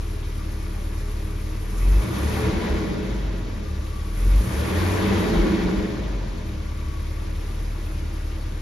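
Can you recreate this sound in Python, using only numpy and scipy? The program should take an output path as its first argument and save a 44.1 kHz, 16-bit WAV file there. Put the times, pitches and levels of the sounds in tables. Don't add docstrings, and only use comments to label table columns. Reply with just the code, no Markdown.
import sys
import numpy as np
from scipy import signal
from scipy.fft import rfft, irfft, next_fast_len
from scipy.io import wavfile

SR = 44100
rng = np.random.default_rng(int(sys.argv[2]) if len(sys.argv) > 2 else 0)


def output_pcm(signal):
    pcm = np.clip(np.atleast_2d(signal).T, -1, 1) * 32767
    wavfile.write(sys.argv[1], SR, np.round(pcm).astype(np.int16))


N = 379701
T = np.arange(N) / SR
SIZE = next_fast_len(N)
HZ = np.maximum(np.arange(SIZE // 2 + 1) * SR / SIZE, 1)
IDLE_HZ = 37

# multiple of the firing rate, then relative dB at idle, throttle open and coasting.
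LOW_ORDERS = [(1, -2, 0, -5), (1 / 2, -22, -30, -14), (3 / 2, -29, -9.5, -13), (2, -9.5, -8, -11)]
# centre in Hz, width in Hz.
CABIN_VALLEY = (153, 40)
# centre in Hz, width in Hz, mean height in dB over the broad noise.
BULKHEAD = [(782, 17, 5.5), (990, 45, 2.5), (1133, 32, 4.5), (1429, 13, 7.5), (1726, 19, 2.5),
            (1945, 45, 2), (2230, 59, 5.5), (2425, 37, 6.5), (2595, 14, 9), (3747, 21, 6), (5160, 77, 1),
            (6560, 280, 3)]


def from_db(db):
    return 10 ** (np.asarray(db) / 20)


def rms_one(x):
    return x / np.sqrt(np.mean(x ** 2) + 1e-20)


def at_hz(hz, values):
    return np.interp(np.log(HZ), np.log(hz), values)


def in_time(rows):
    s, *columns = np.transpose(rows)
    return [np.interp(T, s, column) for column in columns]


def drift(rate):
    r = np.exp(-80 * np.pi * rate / SR)
    noise = rng.standard_normal(N // 40 + 2002)
    slow = signal.lfilter([1], [1, -2 * r, r * r], noise)[2000:]
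    return np.interp(np.arange(N) / 40, np.arange(len(slow)), rms_one(slow))


def resonance(x, hz, width):
    r = np.exp(-np.pi * width / SR)
    zeros = np.array([1, 0, -1]) * (1 - r * r) / 2
    poles = [1, -2 * r * np.cos(2 * np.pi * hz / SR), r * r]
    return signal.lfilter(zeros, poles, x)


def field():
    return rng.standard_normal((3, N))


def coloured(spectrum):
    hz, level_db = np.transpose(spectrum)
    shaped = rfft(field(), SIZE) * from_db(at_hz(hz, level_db))
    return rms_one(irfft(shaped, SIZE)[:, :N])


def engine_speed():
    # time in seconds, firings per second.
    speed_rows = [(0.0, 36.7), (0.4, 36.5), (0.9, 37.0), (1.45, 36.8), (1.65, 37.5), (1.82, 42.0),
                  (1.99, 50.6), (2.07, 56.2), (2.24, 71.2), (2.41, 79.4), (2.58, 74.8), (2.92, 58.1),
                  (3.09, 51.2), (3.6, 37.6), (3.7, 36.3), (3.95, 35.2), (4.02, 35.4), (4.1, 37.2),
                  (4.35, 47.1), (4.44, 54.0), (4.61, 73.2), (4.78, 87.2), (4.95, 94.8), (5.12, 97.0),
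                  (5.46, 81.0), (5.8, 58.2), (5.97, 51.5), (6.14, 45.8), (6.39, 37.6), (6.6, 35.6),
                  (6.9, 35.0), (7.2, 36.5), (7.7, 37.7), (8.0, 36.7), (8.61, 36.6)]
    return in_time(speed_rows)[0]


def throttle():
    # pedal down, pedal up and idle running again, all in seconds.
    blips = [(1.685, 2.476, 3.75), (4.102, 5.203, 6.55)]
    opening_s, closing_s, catch_s = 0.12, 0.069, 0.2

    def ramp(start, length):
        return np.clip((T - start) / length, 0, 1)

    opened = sum(ramp(down, opening_s) * (1 - ramp(up, closing_s)) for down, up, _ in blips)
    coasting = sum(ramp(up, closing_s) * (1 - ramp(back, catch_s)) for _, up, back in blips)
    return 1 - opened - coasting, opened, coasting


def panel_lean():
    # time in seconds, then dB for the modes near 190 Hz, 325 Hz and 420 Hz.
    lean_rows = [(0, -2, 1, -4), (1.9, 2.5, -1.5, 6), (2.1, -2, 3, -8), (2.3, 1.5, -9, 2),
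                 (2.5, 0, -3.5, 1.5), (2.8, -0.5, -3.5, 0.5), (3.4, -0.5, -3, 0.5), (4.2, -0.5, -1, 1.5),
                 (4.6, 0, -3, -0.5), (5.0, -2, 0.5, 0.5), (5.2, 3, 0.5, 2.5), (5.45, 1, 2.5, 0),
                 (5.65, 3.5, 1, -4.5), (5.85, 2, -1, 3.5), (6.3, -2, -4, -5), (7.0, 1, -1, 2),
                 (8.61, -4.5, -0.5, -3.5)]
    return in_time(lean_rows)


def burbles():
    # centre in seconds, length in seconds, dB on the half order, on the other low orders,
    # on the rumble.
    burble_rows = [(2.552, 0.083, 31, 12, 0), (2.738, 0.065, 32, 23, 16), (5.41, 0.14, 38, 21, 7),
                   (5.68, 0.2, -3, -9, 17)]
    return sum(np.outer(db, np.exp(-((T - s) / length) ** 2)) for s, length, *db in burble_rows)


def with_speed(speed, idle_db, slope_db, bend_db, lag_s):
    lingering = np.maximum(speed, np.interp(T - lag_s, T, speed))
    octaves = np.log2(lingering / IDLE_HZ)
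    return idle_db + slope_db * octaves + bend_db * octaves ** 2


def roar_level(speed):
    # dB at idle, dB per octave of speed, dB per octave squared, lingering in seconds.
    roar_law = (-38, 14.5, -3.5, 0.29)
    # start in seconds, end in seconds, rise in dB.
    drumming = [(2.57, 2.945, 2.3), (5.12, 5.743, 1.7)]
    edge_s = 0.18
    roar_db = with_speed(speed, *roar_law)
    for start, end, drum_db in drumming:
        corners = [start - edge_s, start, end, end + edge_s]
        roar_db += np.interp(T, corners, [0, drum_db, drum_db, 0])
    return roar_db


def order_levels(speed, states, swell_db):
    # frequency in Hz, relative dB.
    boom = [(18, -55), (36, -26.5), (40, -23), (45.5, -13.5), (50.5, -13.5), (57, -41), (64, -31.5),
            (72, -20), (79, -32), (87, -22), (97, -26.5), (104, -24.5), (118, -19.5), (134, -40),
            (160, -41), (180, -35.5), (200, -1)]
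    coasting_db_per_octave = -17
    hz, boom_db = np.transpose(boom)
    fade_db = coasting_db_per_octave * states[2] * np.log2(speed / IDLE_HZ)
    levels = []
    for k, *db in LOW_ORDERS:
        passed_db = np.interp(np.log(k * speed), np.log(hz), boom_db)
        levels.append(np.dot(db, states) + fade_db + passed_db + swell_db[int(k >= 1)])
    return levels


def orders(phase, levels_db, wobble_db, slip):
    # multiple of the firing rate, mean level in dB rms before the cabin valley.
    upper_orders = [(2.28, -42), (2.5, -41), (3.0, -40), (3.501, -46.5), (4.001, -48.5)]
    lag_rad = 1.0

    def tone(k, db):
        lag = lag_rad * (round(k, 1) in (2, 3, 4))
        turn = k * phase - lag + slip * (k - 1) * drift(5.6)
        return -from_db(db + wobble_db * k * drift(5.2)) * np.cos(turn)

    low = sum(tone(row[0], db) for row, db in zip(LOW_ORDERS, levels_db))
    upper = sum(tone(k, db) for k, db in upper_orders)
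    return np.sqrt(2) * (low + upper - 0.8 * resonance(upper, *CABIN_VALLEY))


def panels(phase, roar_db, lean_db, revving, throb, pulse_db):
    # centre in Hz, width in Hz, relative dB.
    panel_rows = [(46.5, 26, -1.5), (81, 44, -4.5), (108, 66, -3.5), (187.7, 31.4, 1.5), (224.4, 45, -8),
                  (321.8, 45, 0), (420, 29.3, -8), (537, 108, -11.5), (635, 103, -14.5)]
    leaning = {3: 0, 5: 1, 6: 2}
    cylinders_db = [0, 1.5, -6.5, -11, 2.5, -7.5]
    growl_db, growl_cut_hz = -9.5, 129
    firing = np.floor(phase / (2 * np.pi)).astype(int)
    count = firing[-1] + 1
    strength = from_db(1.7 * rng.standard_normal(count) + np.resize(cylinders_db, count))
    pulses = rms_one(np.diff(firing, prepend=0) * strength[firing])
    high_pass = signal.butter(4, growl_cut_hz, "high", fs=SR, output="sos")
    growl = from_db(growl_db) * revving * signal.sosfilt(high_pass, pulses)
    noise = field() * (1 + throb * np.cos(phase))
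    knocks = noise + (from_db(pulse_db) * pulses + growl) * [[1], [0.01], [.4]]
    rings = 0
    for k, (hz, width, db) in enumerate(panel_rows):
        mode_db = db + (lean_db[leaning[k]] if k in leaning else 0)
        ring = rms_one(resonance(resonance(knocks, hz, 2.5 * width), hz, width))
        rings = rings + (-1) ** k * from_db(mode_db) * ring
    return from_db(roar_db) * rms_one(rings - 0.5 * resonance(rings, *CABIN_VALLEY))


def fan(speed):
    # frequency in Hz, relative dB per Hz.
    fan_spectrum = [(260, -55), (450, 0.5), (720, -7.5), (950, -3.5), (1260, -10), (1900, -8.5),
                    (2600, -16.5), (2750, -16.5), (3300, -15.5), (4800, -21), (6600, -27), (7400, -27.5),
                    (9600, -76), (16300, -100)]
    # dB at idle, dB per octave of speed, dB per octave squared, lingering in seconds.
    rush_law = (-44.5, 16.5, -2.5, 0.0753)
    trim_db = -3
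    return from_db(with_speed(speed, *rush_law) + trim_db) * coloured(fan_spectrum)


def block_noise(phase):
    # frequency in Hz, relative dB per Hz.
    block_spectrum = [(260, -52), (450, -41), (483, -52), (530, -9), (694, -15), (780, -29), (847, -11),
                      (1200, -9), (1650, -9.5), (2640, -13), (2930, -12.5), (5720, -15.5), (7400, -21),
                      (9620, -62), (16300, -120)]
    return from_db(-49) * (1 + 0.03 * np.cos(phase)) * coloured(block_spectrum)


def bulkhead_peaks(rush, block):
    block_share, wander_db = .6, .9
    source = rush + block_share * block
    return sum((from_db(db + wander_db * drift(0.6)) - 1) * resonance(source, hz, width)
               for hz, width, db in BULKHEAD)


def drones():
    # frequency in Hz, mean peak dB at first, mean peak dB at last.
    drone_rows = [(413.7, -52.5, -73), (312, -51.5, -49.5)]
    total = 0
    for hz, first_db, last_db in drone_rows:
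        level_db = first_db + (last_db - first_db) * T / T[-1] + 2.2 * drift(0.67)
        total = total + from_db(level_db) * np.sin(2 * np.pi * hz * T + 1.4 * drift(1.42))
    return total


def gear_tones(phase, idling):
    # multiple of the firing rate, mean peak dB at idle.
    gear_rows = [(35.8, -68), (45.7, -68), (53.6, -67), (57.3, -67), (59.5, -68), (64.3, -68), (68.7, -68),
                 (76.6, -71)]
    return idling * sum(from_db(db + 3 * drift(7)) * np.sin(k * phase + 1.5 * drift(8))
                        for k, db in gear_rows)


def valve_ticks(phase):
    level_db, spread_db = -61.5, 6
    seats = np.diff(np.floor(phase / np.pi + .15 * drift(30.0)), prepend=0) > 0
    strength = from_db(spread_db * rng.standard_normal((3, N)))
    taps = rms_one(seats * strength * rng.choice([-1, 1], (3, N)))
    return from_db(level_db) * rms_one(sum(resonance(taps, hz, 40.0) for hz, *_ in BULKHEAD[1:10]))


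def intake(phase, open_db, throb, flutter_db):
    # time in seconds, mean hiss level in dB.
    hiss_rows = [(0.0, -52), (1.6, -52), (1.82, -46.5), (2.04, -45), (2.4, -43), (2.47, -49), (3.07, -56.5),
                 (3.75, -58.5), (3.9, -53.5), (4.12, -52.5), (4.19, -46), (4.5, -41.5), (4.87, -42.5),
                 (6.14, -59.5), (6.64, -57), (6.8, -55.5), (7.7, -53), (8.61, -55.5)]
    # frequency in Hz, relative dB per Hz.
    intake_spectrum = [(2500, -30), (5000, -8), (7200, -3.5), (8500, 0), (10300, 0), (11600, -1),
                       (12300, -7), (13500, -10), (15000, -10), (15300, -14), (15800, -14)]
    # centre in Hz, width in Hz, dB over the hiss at full flow.
    whistle_row = (11640, 200, -11)
    hiss_db = in_time(hiss_rows)[0] + 0.96 * drift(13.0)
    hz, width, over_db = whistle_row
    whistle = from_db(3.2 * drift(11.0)) * rms_one(resonance(resonance(field(), hz, 2 * width), hz, width))
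    flow = np.clip((hiss_db - open_db) / 15.0, 0, 1)
    air = coloured(intake_spectrum) + from_db(over_db) * flow * whistle
    return from_db(hiss_db + flutter_db * drift(27.0)) * (1 + throb * np.cos(phase)) * air


def alternator():
    # time in seconds, frequency in Hz, relative level in dB.
    whine_rows = [(0, 1172, -56), (0.9, 1180, -56), (1.7, 1176, -55), (1.9, 1400, -68), (3.5, 1230, -66),
                  (3.66, 1180, -54), (3.76, 1147, -53), (3.92, 1137, -48), (4.01, 1118, -51),
                  (4.13, 1138, -51), (4.25, 1200, -64), (6.35, 1200, -66), (6.48, 1155, -56),
                  (6.6, 1134, -51), (6.85, 1134, -48), (7.02, 1117, -54), (7.15, 1143, -53),
                  (7.3, 1155, -58), (7.5, 1180, -62), (8.61, 1172, -60)]
    # Hz off the line, relative dB.
    sides = [(-33, -10), (0, 0), (33, -3)]
    hz, level_db = in_time(whine_rows)

    def turn(off):
        return 2 * np.pi * np.cumsum(hz + off) / SR + .5 * drift(8.0)

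    whine = sum(from_db(db + 4.5 * drift(9.0)) * np.sin(turn(off)) for off, db in sides)
    octave_above = .3 * np.sin(2 * turn(0))
    return from_db(level_db) * (whine + octave_above) * [[1], [.9], [-.5]]


def induction(phase, speed, opened):
    # frequency in Hz, relative dB per Hz.
    rasp_spectrum = [(500, -15), (800, -13), (1150, 1.5), (1600, -4.5), (2500, -6), (3800, -9),
                     (6500, -11.5), (8000, -60)]
    # centre in Hz, width in Hz, mean dB over the rasp.
    air_box = [(1140, 140, 4.3), (2150, 390, 3.2), (2500, 180, 3)]
    idle_db, db_per_octave = -49, 4
    grain_db, throb = 1.5, 0.13
    gain = opened * from_db(idle_db + db_per_octave * np.log2(speed / IDLE_HZ))
    firing = phase / (2 * np.pi)
    count = int(firing[-1]) + 2
    strokes = np.interp(firing, np.arange(count), rng.standard_normal(count))
    rasp = gain * from_db(grain_db * strokes) * (1 + throb * np.cos(phase)) * coloured(rasp_spectrum)
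    return rasp + sum((from_db(db + 2.9 * drift(7.0)) - 1) * resonance(rasp, hz, width)
                      for hz, width, db in air_box)


def singing(phase, speed, roar_db, lean_db):
    # centre in Hz, width in Hz, mean dB against the roar.
    modes = [(199.2, 18.7, -11), (335, 23, -6), (429.7, 20, -10)]
    from_hz, full_hz = 44, 68
    gain = np.interp(speed, [from_hz, full_hz], [0, 1]) * from_db(roar_db)
    comb = 0
    for k in np.arange(4, 17) / 2:
        turn = k * phase + rng.uniform(0, 2 * np.pi) + 0.32 * k * drift(5.0)
        comb = comb + from_db(3.3 * drift(9.0)) * np.cos(turn)
    return sum(from_db(db + lean) * resonance(resonance(gain * comb, hz, 2 * width), hz, width)
               for (hz, width, db), lean in zip(modes, lean_db))


def overrun_rumble(coasting, swell_db):
    rumble = (34, 61, -45.5)
    hz, width, level_db = rumble
    noise = rms_one(resonance(resonance(rng.standard_normal(N), hz, width), hz, width))
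    return from_db(level_db + swell_db) * coasting * noise


def patchy(x, depth_db, rate):
    spectrum = rfft(x, SIZE)
    place = np.clip(1.5 * np.log2(HZ / 500), 0, 7)
    bands = [np.clip(1 - abs(place - k), 0, 1) for k in range(8)]
    return sum(from_db(depth_db * drift(rate)) * irfft(spectrum * band, SIZE)[:, :N] for band in bands)


def ports(paths):
    # frequency in Hz, share of sound common to both ports 0-1, lag between them in radians,
    # left minus right in dB.
    port_rows = [(60, .975, 0.0, 0.6), (160, .96, 0.0, 2.0), (330, .5, 0.6, -1.7), (700, .3, -1.4, 0.5),
                 (1200, .4, 0.2, 0.2), (2000, .3, 0.9, 1.0), (3500, .55, -0.2, 4.5), (5200, .55, -0.6, 4.5),
                 (7200, .65, 1.7, 0), (7700, .999, 3.14, 0), (8800, .999, 3.14, 0), (9100, .75, 4.0, 0),
                 (10200, .75, 5.4, 0), (10600, .999, 6.28, 0), (12700, .99, 6.28, 0), (13200, .5, 8.4, 0),
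                 (13800, .999, 9.42, 0)]
    bass_cut_hz = 25
    hz, alike, lag, lean_db = np.transpose(port_rows)
    alike = np.clip(at_hz(hz, alike), 0, 1)
    side = np.array([[1], [-1]]) / 2
    common, *own = rfft(paths, SIZE) / np.sqrt(1 + (bass_cut_hz / HZ) ** 4)
    shared = np.sqrt(alike) * common * np.exp(-1j * side * at_hz(hz, lag))
    heard = shared + np.sqrt(1 - alike) * np.array(own)
    return irfft(heard * from_db(side * at_hz(hz, lean_db)), SIZE)[:, :N]


def scene():
    speed, states = engine_speed(), np.array(throttle())
    idling, opened, coasting = states
    phase = 2 * np.pi * np.cumsum(speed) / SR
    roar_db, lean_db, swell_db = roar_level(speed), panel_lean(), burbles()
    rush = fan(speed) + induction(phase, speed, opened)
    block = block_noise(phase)
    air = rush + block + bulkhead_peaks(rush, block)
    air += drones() + gear_tones(phase, idling) + valve_ticks(phase)
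    air += intake(phase, open_db=-50, throb=.08, flutter_db=.5)
    paths = panels(phase, roar_db, lean_db, 1 - idling, throb=0.044, pulse_db=-19.0)
    paths += patchy(air, depth_db=0.93, rate=23.0) + alternator()
    paths[0] += orders(phase, order_levels(speed, states, swell_db), wobble_db=.7, slip=.14)
    paths += singing(phase, speed, roar_db, lean_db) * [[1], [.6], [.2]]
    paths[0] += overrun_rumble(coasting, swell_db[-1])
    return ports(paths)


def record(dry):
    low_pass = signal.ellip(12, .5, 70, 15700, fs=SR, output="sos")
    return signal.sosfilt(low_pass, dry)


dry = scene()
out = record(dry)
output_pcm(out)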